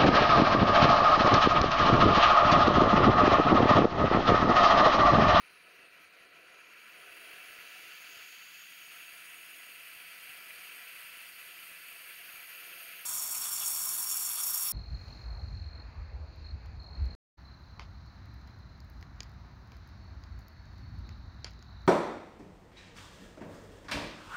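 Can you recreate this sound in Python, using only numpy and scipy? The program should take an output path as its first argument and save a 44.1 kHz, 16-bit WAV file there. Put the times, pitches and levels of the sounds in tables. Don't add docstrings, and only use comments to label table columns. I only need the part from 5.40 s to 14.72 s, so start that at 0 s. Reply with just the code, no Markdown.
import sys
import numpy as np
from scipy import signal
from scipy.fft import rfft, irfft, next_fast_len
from scipy.io import wavfile
from scipy.ndimage import uniform_filter1d

SR = 44100
rng = np.random.default_rng(int(sys.argv[2]) if len(sys.argv) > 2 else 0)


def int16_out(signal):
    q = np.round(np.clip(np.atleast_2d(signal).T, -1, 1) * 32767)
    wavfile.write(sys.argv[1], SR, q.astype(np.int16))


def rack_gain(trim_db):
    fader = np.asarray(trim_db, float)
    return 10 ** (fader / 20)


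N = 411012

CHANGE_S = 7.652
EDGE_HZ = 15745
FRAME_S = 1001 / 24000
SMALL_SPLICE_S, LARGE_SPLICE_S = .01846, .02172

# time in seconds, opening (0 low flame, 1 half open, 2 and more wide open).
VALVE_OPENING = [
    (0, 0.045),
    (1.2, 0.24),
    (1.8, 0.5),
    (2.4, 0.71),
    (3.2, 0.94),
    (3.6, 1.66),
    (4.1, 2.43),
    (6, 2.71),
    (7.65, 3.02),
]
# time in seconds, roar level in dB.
FLAME_STRENGTH = [(0, -57), (1.0, -56.5), (1.4, -54.5), (1.9, -51), (2.8, -51), (3.05, -53), (3.35, -53),
                  (3.55, -51), (4.1, -52), (5.3, -50), (6.5, -51.5), (7.4, -50), (7.65, -51)]
# valve opening, throat level in dB, jet level in dB.
LAYER_BALANCE = [(0, -10.5, -11.5), (.22, -12.5, -16), (.48, -12.5, -9), (.8, -6.5, -9), (.95, -5, -6.5),
                 (1.7, -9, -6), (2.1, -10, -5), (2.6, -10, -5), (3.2, -8.5, 0)]
# middle in seconds, length in seconds, change in dB.
SPUTTERS = [
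    (.02, 0.033, -0.5),
    (.23, 0.094, -2.5),
    (.5, 0.061, -2.5),
    (.7, 0.075, -3),
    (.9, 0.096, -2),
    (1.25, .05, -1),
    (5.93, 0.087, -2),
    (6.72, 0.052, 1),
]
# middle in seconds, length in seconds, change in dB.
DRAUGHTS = [(.4, .3, 4.5), (.62, 0.1, 2), (.97, 0.54, 5), (1.33, 0.11, 1), (1.63, .2, 6), (1.79, 0.14, 5),
            (1.92, 0.19, 6.5), (2.14, 0.28, 5.5), (2.4, 0.17, 4.5), (2.75, 0.18, 3), (3.15, 0.55, -4),
            (5.1, .7, 2.5), (6.9, .3, 1.5), (7.35, 0.36, 5)]
# frequency in Hz, strength in dB per Hz.
ROAR_COLOURS = [
    [(470, -51), (800, -16), (984, -10), (1230, -8), (1270, -5.5), (1340, -4), (1570, -5), (1990, -3.5),
     (2190, -7), (2350, 0.5), (3300, -14), (4290, -58), (7260, -120)],
    [(470, -52), (800, -23), (984, -17), (1150, -15.5), (1290, -9.5), (1460, -7), (1820, -6), (1950, -5.5),
     (2100, -4.5), (2650, -2.5), (3300, -8), (4290, -35), (7260, -120)],
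    [(470, -36), (800, -18), (1210, -11), (1330, -6), (1400, -7), (1830, -4), (1950, -3), (2190, -3.5),
     (2330, -0.5), (2680, -2), (3300, -9), (4290, -29.5), (7260, -120)],
]
# frequency in Hz, strength in dB per Hz.
FLAP_COLOURS = [
    [(150, -40), (250, -12.5), (355, -3), (499, 0.5), (589, -6), (701, 0.5), (755, -7.5), (800, -20),
     (1040, -46), (1760, -120)],
    [(150, -44), (250, -12), (302, -4), (455, -1), (595, -4), (671, 1.5), (755, -0.5), (800, -8),
     (1040, -43), (1760, -120)],
    [(150, -49), (250, -10.5), (360, -3.5), (409, -5), (509, -0.5), (595, -6.5), (695, 3.5), (800, -17),
     (1040, -38), (1760, -120)],
]
# frequency in Hz, strength in dB per Hz.
THROAT_COLOURS = [
    [(1940, -40), (3300, -18), (3500, -5.5), (3890, -3), (4600, -8.5), (5960, -12.5), (6600, -13.5),
     (7400, -19), (9620, -54), (16300, -120)],
    [(1940, -28), (3300, 1.5), (4040, -6.5), (4660, -2.5), (5570, -8.5), (6080, -8.5), (6600, -5.5),
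     (7400, -5), (9620, -33), (16300, -120)],
    [(1940, -36), (3300, -2), (3870, -6), (4640, -3.5), (4980, -5.5), (5800, -10.5), (6780, -7.5),
     (7400, -11), (9620, -38), (16300, -120)],
]
# frequency in Hz, strength in dB per Hz.
JET_COLOURS = [
    [(4350, -50), (7400, -26), (7800, -12), (8130, -9), (8470, 2), (9240, -4), (10200, 9.5), (12300, -15),
     (13100, -5), (15600, -7)],
    [(4350, -26), (7400, -8), (8210, -10), (8600, -4.5), (8850, -4), (9570, -6), (10800, -1), (12300, -8),
     (13500, 5.5), (15600, -4)],
    [(4350, -76), (7400, -10), (8660, -4), (9040, -4), (9480, -5), (10900, 0.5), (12000, -11.5),
     (13300, -1), (15600, -9)],
]
# frequency in Hz, width in Hz, lift in dB.
SMALL_TUBE = [(710, 105, 3.5), (810, 91, -6), (930, 40, -4), (1050, 25, -1), (1196, 48, -5),
              (1510, 34, 2.5), (3460, 50, 1), (3610, 37, -1), (1323, 35, 7.5), (1440, 91, 0),
              (1690, 74, 2.5), (1844, 50, -6), (1986, 52, 2.5), (2060, 50, 1), (2100, 46, -2),
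              (2330, 89, 2), (2500, 48, -4.5), (2605, 130, 4), (2792, 46, 3.5), (2870, 60, -2),
              (2997, 90, 4.5), (3126, 80, -4), (3272, 70, 3), (3375, 50, -6.5), (3800, 50, -1),
              (4420, 90, 4), (4545, 90, 5.5), (4690, 110, 4), (4800, 100, 0), (4970, 72, 0), (5460, 50, 0),
              (5700, 60, -1), (5700, 90, 3.5), (5950, 90, -2), (6110, 76, 4.5), (6230, 70, -4),
              (6420, 74, 5), (6470, 50, -4), (6840, 74, -5.5), (6930, 85, 3.5), (7090, 60, 0),
              (7220, 60, -7), (8810, 270, 6.5), (9300, 250, -1), (10930, 150, -5), (11300, 180, 1),
              (11400, 90, 5), (11840, 250, 4), (13470, 80, -3), (14150, 250, -2.5), (14450, 250, 3),
              (15770, 150, 11.5)]


def small_tip():
    t = np.arange(N) / SR
    flame_db = curves(FLAME_STRENGTH, t)[0]
    sputter_db = swells(SPUTTERS, t)
    throat_over_db, jet_over_db = curves(LAYER_BALANCE, curves(VALVE_OPENING, t)[0])
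    roar_db = flame_db + sputter_db + 0.25 * drift(20.0, 3.4)
    flap_db = -71 + swells(DRAUGHTS, t) + 0.91 * sputter_db + 0.7 * drift(27.0, 5.)
    throat_db = flame_db + throat_over_db + 0.27 * sputter_db + 0.22 * drift(11.0)
    jet_db = flame_db + jet_over_db + 0.69 * sputter_db + 0.34 * drift(22.0)

    flutter, lick = drift(90.0), drift(32.0)
    roar_db += 0.49 * flutter + 0.53 * drift(400.)
    flap_db += 0.39 * flutter + 0.32 * lick
    throat_db += 0.24 * flutter
    jet_db += 0.2 * flutter + 0.57 * drift(400.)

    roar = turbulence(ROAR_COLOURS, SMALL_TUBE, patchy_db=0.38, ripple_db=1.23, size=2048)
    flap = turbulence(FLAP_COLOURS, SMALL_TUBE, patchy_db=0.9, ripple_db=0.6, size=2048)
    throat = turbulence(THROAT_COLOURS, SMALL_TUBE, slab_and_valve, patchy_db=0.63, ripple_db=2.1)
    jet = turbulence(JET_COLOURS, SMALL_TUBE, slab_and_valve, patchy_db=0.95, ripple_db=0.5, size=512)
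    return rack_gain(roar_db) * roar + rack_gain(flap_db) * flap + rack_gain(throat_db) * throat + rack_gain(jet_db) * jet


# time in seconds, centre in Hz, depth in dB.
SLAB_VALLEY = [(0, 7300, 11), (1, 7640, 1), (2, 7700, 8), (2.9, 8260, 8), (3.5, 7440, 9), (4.5, 7300, 10),
               (6.5, 7300, 9), (6.9, 7450, 11), (7.65, 7600, 13)]
# time in seconds, frequency in Hz, lift in dB.
VALVE_WHISTLE = [(0.0, 6600, 4), (0.9, 6650, 5), (1.3, 6630, 12), (1.81, 6750, 6), (2.26, 6650, 5),
                 (2.77, 6610, 11.5), (4.3, 6740, 14), (4.7, 6750, 10), (5.45, 6770, 11), (5.91, 6880, 14),
                 (7.64, 6600, 7)]
# time in seconds, frequency in Hz, lift in dB.
TOP_RIDGE = [(0, 13300, 6), (2, 13000, 1), (3.2, 13400, -2.5), (4.5, 13600, 5.5), (6, 13200, 6),
             (7, 13300, 7.5), (7.65, 12900, 10.5)]
# middle in seconds, length in seconds, rise in Hz.
RIDGE_LEAPS = [(.035, .025, 1100), (.165, 0.023, 900), (.31, .03, 900), (.367, .025, 1300),
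               (.41, .015, 1000), (.437, .02, 1200), (.56, .04, 1900), (.625, .03, 1300), (.72, .04, 700),
               (.84, .04, 1000), (.95, .025, 900), (.995, .025, 900), (1.04, .03, 800), (1.11, .03, 700),
               (1.27, .03, 1200), (1.31, .03, 900), (1.345, .03, 1600), (1.4, 0.03, 900),
               (1.52, 0.039, 1300)]
# middle in seconds, length in
# seconds, centre in Hz, width in Hz, change in dB.
HISS_CHANGES = [(.25, .04, 5900, 2200, -9), (.285, .015, 5800, 2200, -8), (.45, .02, 6200, 1500, -7),
                (.49, .04, 6000, 2400, -9), (.71, .04, 6000, 3200, -10), (.77, .02, 6400, 3200, -8),
                (.875, .03, 6400, 2400, -9), (.92, .035, 6000, 2400, -9), (.87, .03, 11000, 4000, -7),
                (1.43, .24, 13400, 700, 5), (1.25, .02, 10500, 2500, -5), (1.55, .1, 12000, 1200, -4),
                (.085, .06, 10200, 1500, 4), (.165, .035, 10500, 2000, 6), (.25, .03, 10500, 2500, -5),
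         (.335, .025, 10500, 2500, -5), (.5, .07, 10700, 2200, -6), (.45, .09, 8700, 900, 5),
         (.71, .1, 10500, 2200, -5), (.83, .05, 10500, 2200, 3), (.91, .05, 10500, 2200, -6),
         (1.19, .1, 12000, 1800, 5), (1.385, .07, 11000, 1200, -5), (1.455, .05, 9100, 1800, 3),
         (1.51, .05, 10200, 1500, -5), (.6, 1.3, 12300, 900, 3), (.7, 1.4, 9300, 300, -4),
         (.6, 1.1, 13400, 700, 3), (2.6, 1.5, 9450, 450, -5), (4.05, .5, 4470, 500, -3.5),
         (1.43, .24, 13450, 450, 1), (1.49, .12, 11400, 1500, -7), (6.85, .25, 7700, 700, -3),
         (7.05, 0.55, 8800, 600, -4), (5.5, .3, 4600, 500, 1), (6.55, .4, 5900, 700, -2)]


def slab_and_valve(hz, t):
    valley_hz, depth_db = curves(SLAB_VALLEY, t)
    whistle_hz, whistle_db = curves(VALVE_WHISTLE, t)
    ridge_hz, ridge_db = curves(TOP_RIDGE, t)
    change_db = whistle_db * bell(hz, whistle_hz, 164.0)
    change_db += ridge_db * bell(hz, ridge_hz, 1300.0)
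    change_db -= depth_db * bell(hz, valley_hz, 780.0)

    tears = rng.standard_normal((len(t), len(hz))).T
    tears = uniform_filter1d(tears, size=len(hz) // 8, axis=0)
    tears = evened(uniform_filter1d(tears, size=2, axis=1))
    starved = np.clip(1 - 0.96 * curves(VALVE_OPENING, t)[0], 0, 1) * bell(hz, 9000.0, 5000.)
    change_db += 3.5 * starved * tears

    rest_hz, width_hz, leap_db = 10200., 1300., 12
    rise_hz = sum(rise * np.exp(-(2 * (t - s) / length) ** 2) for s, length, rise in RIDGE_LEAPS)
    change_db += leap_db * (bell(hz, rest_hz + rise_hz, width_hz) - bell(hz, rest_hz, width_hz))
    return change_db + moments(HISS_CHANGES, hz, t)


# time in seconds, level in dB.
LARGE_FLOW = [(7.65, -37), (8.2, -36), (8.3, -35.5), (8.85, -35.5), (8.95, -37), (9.03, -34.5), (9.32, -35)]
# middle in seconds, length in seconds, change in dB.
SURGES = [(7.68, 0.026, 0.5), (7.76, .04, 1.5), (7.92, .04, 0.5), (8.95, 0.027, 0), (9.08, 0.034, 2),
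          (7.885, 0.058, -2.5), (7.965, 0.017, 0), (8.0, 0.02, -4), (8.103, 0.026, -3), (8.135, .03, 2),
          (8.225, 0.033, -1), (8.275, 0.066, 2.5), (8.51, 0.053, 1), (8.66, 0.018, -5), (8.72, 0.017, 4.5),
          (9.115, .02, -0.5), (9.235, 0.018, 3), (9.275, 0.013, 2)]
# middle in seconds, length in seconds, swell in dB.
LOW_SWELLS = [
    (7.955, .025, 3),
    (8.053, 0.064, 4.5),
    (8.172, 0.038, 2.5),
    (8.222, 0.033, 7),
    (8.907, 0.025, 2.5),
    (8.99, 0.05, 4.5),
    (9.27, 0.035, 4),
]
# frequency in Hz, strength in dB per Hz.
LARGE_ROAR = [(350, -45), (600, -21), (658, -5), (745, -8.5), (967, 0.5), (1170, 2.5), (1620, -4),
              (1900, -11.5), (2470, -31), (4180, -120)]
# frequency in Hz, strength in dB per Hz.
LARGE_LOW = [(1120, -32), (1900, -11.5), (3110, -3.5), (3490, 2.5), (4080, -9), (4500, -1.5), (5000, -12),
             (6500, -44), (11000, -120)]
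# frequency in Hz, strength in dB per Hz.
LARGE_JET = [(2940, -63), (5000, -18), (5500, -3.5), (6100, -13), (6430, -8), (6540, 2.5), (8500, 4),
             (10500, -1), (11500, -0.5), (12850, 1), (13150, 5), (13600, -24), (22000, -80)]
# frequency in Hz, strength in dB per Hz.
LARGE_TOP = [(7760, -60), (12900, -30), (13250, -9), (13900, -4), (14300, 0), (14900, -1), (15200, -3),
             (15500, 0), (16500, 0)]
# frequency in Hz, strength in dB per Hz.
PIPE_TONE = [(4400, -78), (5250, -18), (5470, -5), (5535, -1), (5680, -7), (5900, -17), (7000, -70)]
# frequency in Hz, width in Hz, lift in dB.
LARGE_TUBE = [(684, 55, 2), (1150, 480, 1.5), (2220, 390, 7), (2670, 470, 4), (3130, 80, -4),
              (3490, 130, 4), (3540, 120, -6.5), (3900, 350, 1), (4200, 130, -3), (4030, 100, 2),
              (4300, 70, -2), (4385, 140, 7), (4700, 120, -3), (4560, 260, 4.5), (5620, 620, 10),
              (6060, 120, 1), (6250, 120, 5), (6530, 200, 4), (7300, 420, 2.5), (7600, 110, 1.5),
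              (7760, 250, -2), (8300, 200, 2), (8700, 250, -2.5), (8980, 220, 5.5), (9100, 350, 0.5),
              (9500, 150, -2), (9980, 430, 6.5), (10480, 150, -7), (10980, 260, 6.5), (11380, 600, 5),
              (12080, 500, 5.5), (12820, 200, 1), (13080, 120, -4), (13250, 90, -13), (13440, 120, 3),
              (13700, 300, 4), (13880, 140, -4), (14000, 220, 5), (14330, 120, -2), (14730, 100, 3),
              (15200, 160, -4)]


def large_tip():
    t = np.arange(N) / SR
    flow_db = curves(LARGE_FLOW, t)[0]
    surge_db, swell_db = swells(SURGES, t), swells(LOW_SWELLS, t)
    bursts = drift(330.0, 16.0)

    roar_db = -52.5 + 0.5 * swell_db + 0.38 * drift(40.) + 0.2 * bursts
    low_db = -51 + swell_db + 0.42 * surge_db + 0.5 * bursts
    jet_db = flow_db + surge_db + 1.87 * bursts
    top_db = flow_db - 7 + 1.5 * (t - CHANGE_S)
    top_db += 0.54 * surge_db - 0.9 * swell_db + 0.6 * bursts + 1.2 * drift(300.)
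    pipe_db = flow_db - 12.5 + 2 * np.tanh((t - 8.05) / .15)
    pipe_db += 0.4 * surge_db + 0.5 * bursts

    out = rack_gain(roar_db) * turbulence([LARGE_ROAR], LARGE_TUBE, patchy_db=1.0, ripple_db=1.5)
    out += rack_gain(low_db) * turbulence([LARGE_LOW], LARGE_TUBE, large_changing, patchy_db=0.75, ripple_db=0.6)
    out += rack_gain(jet_db) * turbulence([LARGE_JET], LARGE_TUBE, large_changing, patchy_db=1.5, ripple_db=-0.5)
    out += rack_gain(top_db) * turbulence([LARGE_TOP], LARGE_TUBE, patchy_db=1.5, ripple_db=0.4)
    return out + rack_gain(pipe_db) * turbulence([PIPE_TONE], patchy_db=0.5, ripple_db=0.0)


# middle in seconds, length in seconds, centre in Hz,
# width in Hz, change in dB.
LARGE_CHANGES = [(7.95, .03, 2600, 1200, 3), (8.06, 0.04, 3200, 990, 5), (8.225, 0.04, 3200, 1300, 6.5),
                 (7.72, .05, 3400, 400, 3), (8.14, .03, 3300, 500, 3), (8.225, .04, 4500, 700, -2),
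                 (9.0, .05, 4200, 500, -1), (9.265, 0.093, 7900, 3000, -4.5), (6, 0.035, 12700, 2400, -11),
                 (8.055, .025, 13100, 1500, -5), (7.72, .12, 8300, 200, 1), (7.965, .02, 7500, 200, 8),
                 (7.965, .03, 6650, 250, 2), (8.13, .15, 7520, 160, 7), (8.27, .06, 9500, 300, 5)]


def large_changing(hz, t):
    brighter_db = 3.5 * np.maximum(t - CHANGE_S, 0) * bell(hz, 11400.0, 4000.)
    return moments(LARGE_CHANGES, hz, t) + brighter_db


def turbulence(colours, tube=(), moving=None, patchy_db=1.5, ripple_db=1.5, size=1024):
    hop = size // 4
    t = np.arange(N // hop + 5) * hop / SR
    hz = np.fft.rfftfreq(size, 1 / SR)[:, None]
    a, b, patches = rng.standard_normal((len(t), len(hz), 3)).T
    patches = uniform_filter1d(patches, size=14, axis=0)
    patches = evened(uniform_filter1d(patches, size=8, axis=1))

    opening = np.clip(curves(VALVE_OPENING, t)[0], 0, len(colours) - 1)
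    field_db = sum(np.maximum(1 - abs(opening - k), 0) * read(c, hz) for k, c in enumerate(colours))
    field_db += sum(db * bell(hz, f, w) for f, w, db in tube)
    field_db += patchy_db * patches
    field_db += ripple_db * rng.standard_normal(hz.shape)
    if moving:
        field_db += moving(hz, t)

    gain = rack_gain(field_db) * (hz < 1.02 * EDGE_HZ)
    gain /= np.sqrt((gain ** 2).mean(0))
    noise = signal.istft((a + 1j * b) * gain, nperseg=size, noverlap=size - hop)[1]
    return evened(noise[:N])


def drift(top_hz, low_hz=2.):
    size = next_fast_len(N // 8 + 2)
    hz = np.fft.rfftfreq(size, 8 / SR)
    shape = (hz > low_hz) / np.sqrt(hz + 4) / (1 + (hz / top_hz) ** 2)
    slow = irfft(rfft(rng.standard_normal(size)) * shape, size)
    return evened(np.interp(np.arange(N) / 8, np.arange(size), slow))


def swells(events, t):
    coarse = t[::64]
    db = sum(db * np.exp(-(2 * (coarse - s) / length) ** 4) for s, length, db in events)
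    return np.interp(t, coarse, db)


def moments(events, hz, t):
    return sum(db * np.exp(-(2 * (hz - f) / w) ** 4 - (2 * (t - s) / length) ** 4)
               for s, length, f, w, db in events)


def bell(hz, centre_hz, width_hz):
    return 1 / (1 + (2 * (hz - centre_hz) / width_hz) ** 2)


def curves(rows, t):
    s, *columns = np.transpose(rows)
    return [np.interp(t, s, c) for c in columns]


def read(points, hz):
    f, value = np.transpose(points)
    return np.interp(np.log(hz + 1), np.log(f + 1), value)


def evened(x):
    return x / np.sqrt(np.mean(x ** 2) + 1e-20)


def workshop(x, wet_db=-13., t60=.25):
    t = np.arange(SR // 4) / SR
    tail = signal.lfilter([1], [1, -.25], rng.standard_normal(len(t)))
    tail *= rack_gain(-60 * t / t60) * (t > .004)
    wet = rack_gain(wet_db) * signal.oaconvolve(x, tail / np.linalg.norm(tail))[:N]
    return (x + wet) / np.sqrt(1 + rack_gain(2 * wet_db))


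def spliced(x, splice_s, most):
    piece = np.floor((np.arange(N) / SR - splice_s) / FRAME_S).astype(int) + 1
    slip = rng.integers(-most, most + 1, piece[-1] + 1)
    return x[np.clip(np.arange(N) + slip[piece], 0, N - 1)]


# time in seconds, level in dB.
BAD_JOINTS = [(.394, -72), (.811, -73), (1.436, -76), (1.855, -73), (1.897, -71), (1.939, -69),
              (2.104, -65), (2.148, -73), (2.187, -66), (2.773, -72), (2.813, -72), (3.273, -75),
              (3.356, -75), (3.982, -76), (4.023, -79), (4.105, -75), (4.188, -74), (4.271, -75),
              (4.565, -70), (4.69, -70), (5.734, -73), (5.859, -74), (6.066, -78), (6.108, -75),
              (6.233, -71), (6.317, -73), (6.524, -75), (6.941, -71), (6.985, -69), (7.068, -74),
              (7.151, -76), (7.317, -75), (7.36, -74), (7.402, -75)]


def thumps():
    s, db = np.transpose(BAD_JOINTS)
    joint = SMALL_SPLICE_S + np.round((s - SMALL_SPLICE_S) / FRAME_S) * FRAME_S
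    train = np.zeros(N)
    train[np.round(joint * SR).astype(int)] = rack_gain(db + 41) * rng.choice([-1., 1.], len(s))
    bump = np.exp(-(np.arange(-100, 101) / SR / .0004) ** 2)
    return np.convolve(train, bump / bump.sum(), "same")


def rumble(colour, db):
    return rack_gain(db + 0.5 * drift(30.)) * turbulence([colour], patchy_db=0.5, ripple_db=1.5, size=4096)


# frequency in Hz, strength in dB per Hz.
SMALL_AIR = [(12, -41), (20, -36), (55, -20), (86, -7), (128, -12.5), (148, -7), (165, 3.5), (185, -9),
             (221, -0.5), (247, -13), (300, -3), (390, -18), (660, -120)]
# frequency in Hz, strength in dB per Hz.
LARGE_AIR = [(12, -42), (20, -28), (50, -11), (147, -2.5), (228, -5.5), (290, -9.5), (349, -5.5),
             (458, -14), (485, -7.5), (600, -13), (780, -44), (1320, -120)]


def scene():
    small = workshop(small_tip(), wet_db=-17.) + rumble(SMALL_AIR, -79.5)
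    large = workshop(large_tip()) + rumble(LARGE_AIR, -68)
    small = spliced(small, SMALL_SPLICE_S, most=30)
    large = spliced(large, LARGE_SPLICE_S, most=4)
    lost_s = np.arange(.0195, CHANGE_S, FRAME_S)
    small[np.round(lost_s * SR).astype(int)] = 0
    return np.where(np.arange(N) < CHANGE_S * SR, small + thumps(), large)[None]


def low_pass(x):
    return signal.sosfilt(signal.butter(12, 16860, fs=SR, output="sos"), x)


def record(dry):
    limit = signal.firwin(2047, EDGE_HZ, window=("kaiser", 10), fs=SR)
    mix = signal.oaconvolve(dry, limit[None], "same")
    return low_pass(mix)


dry = scene()
out = record(dry)
int16_out(out)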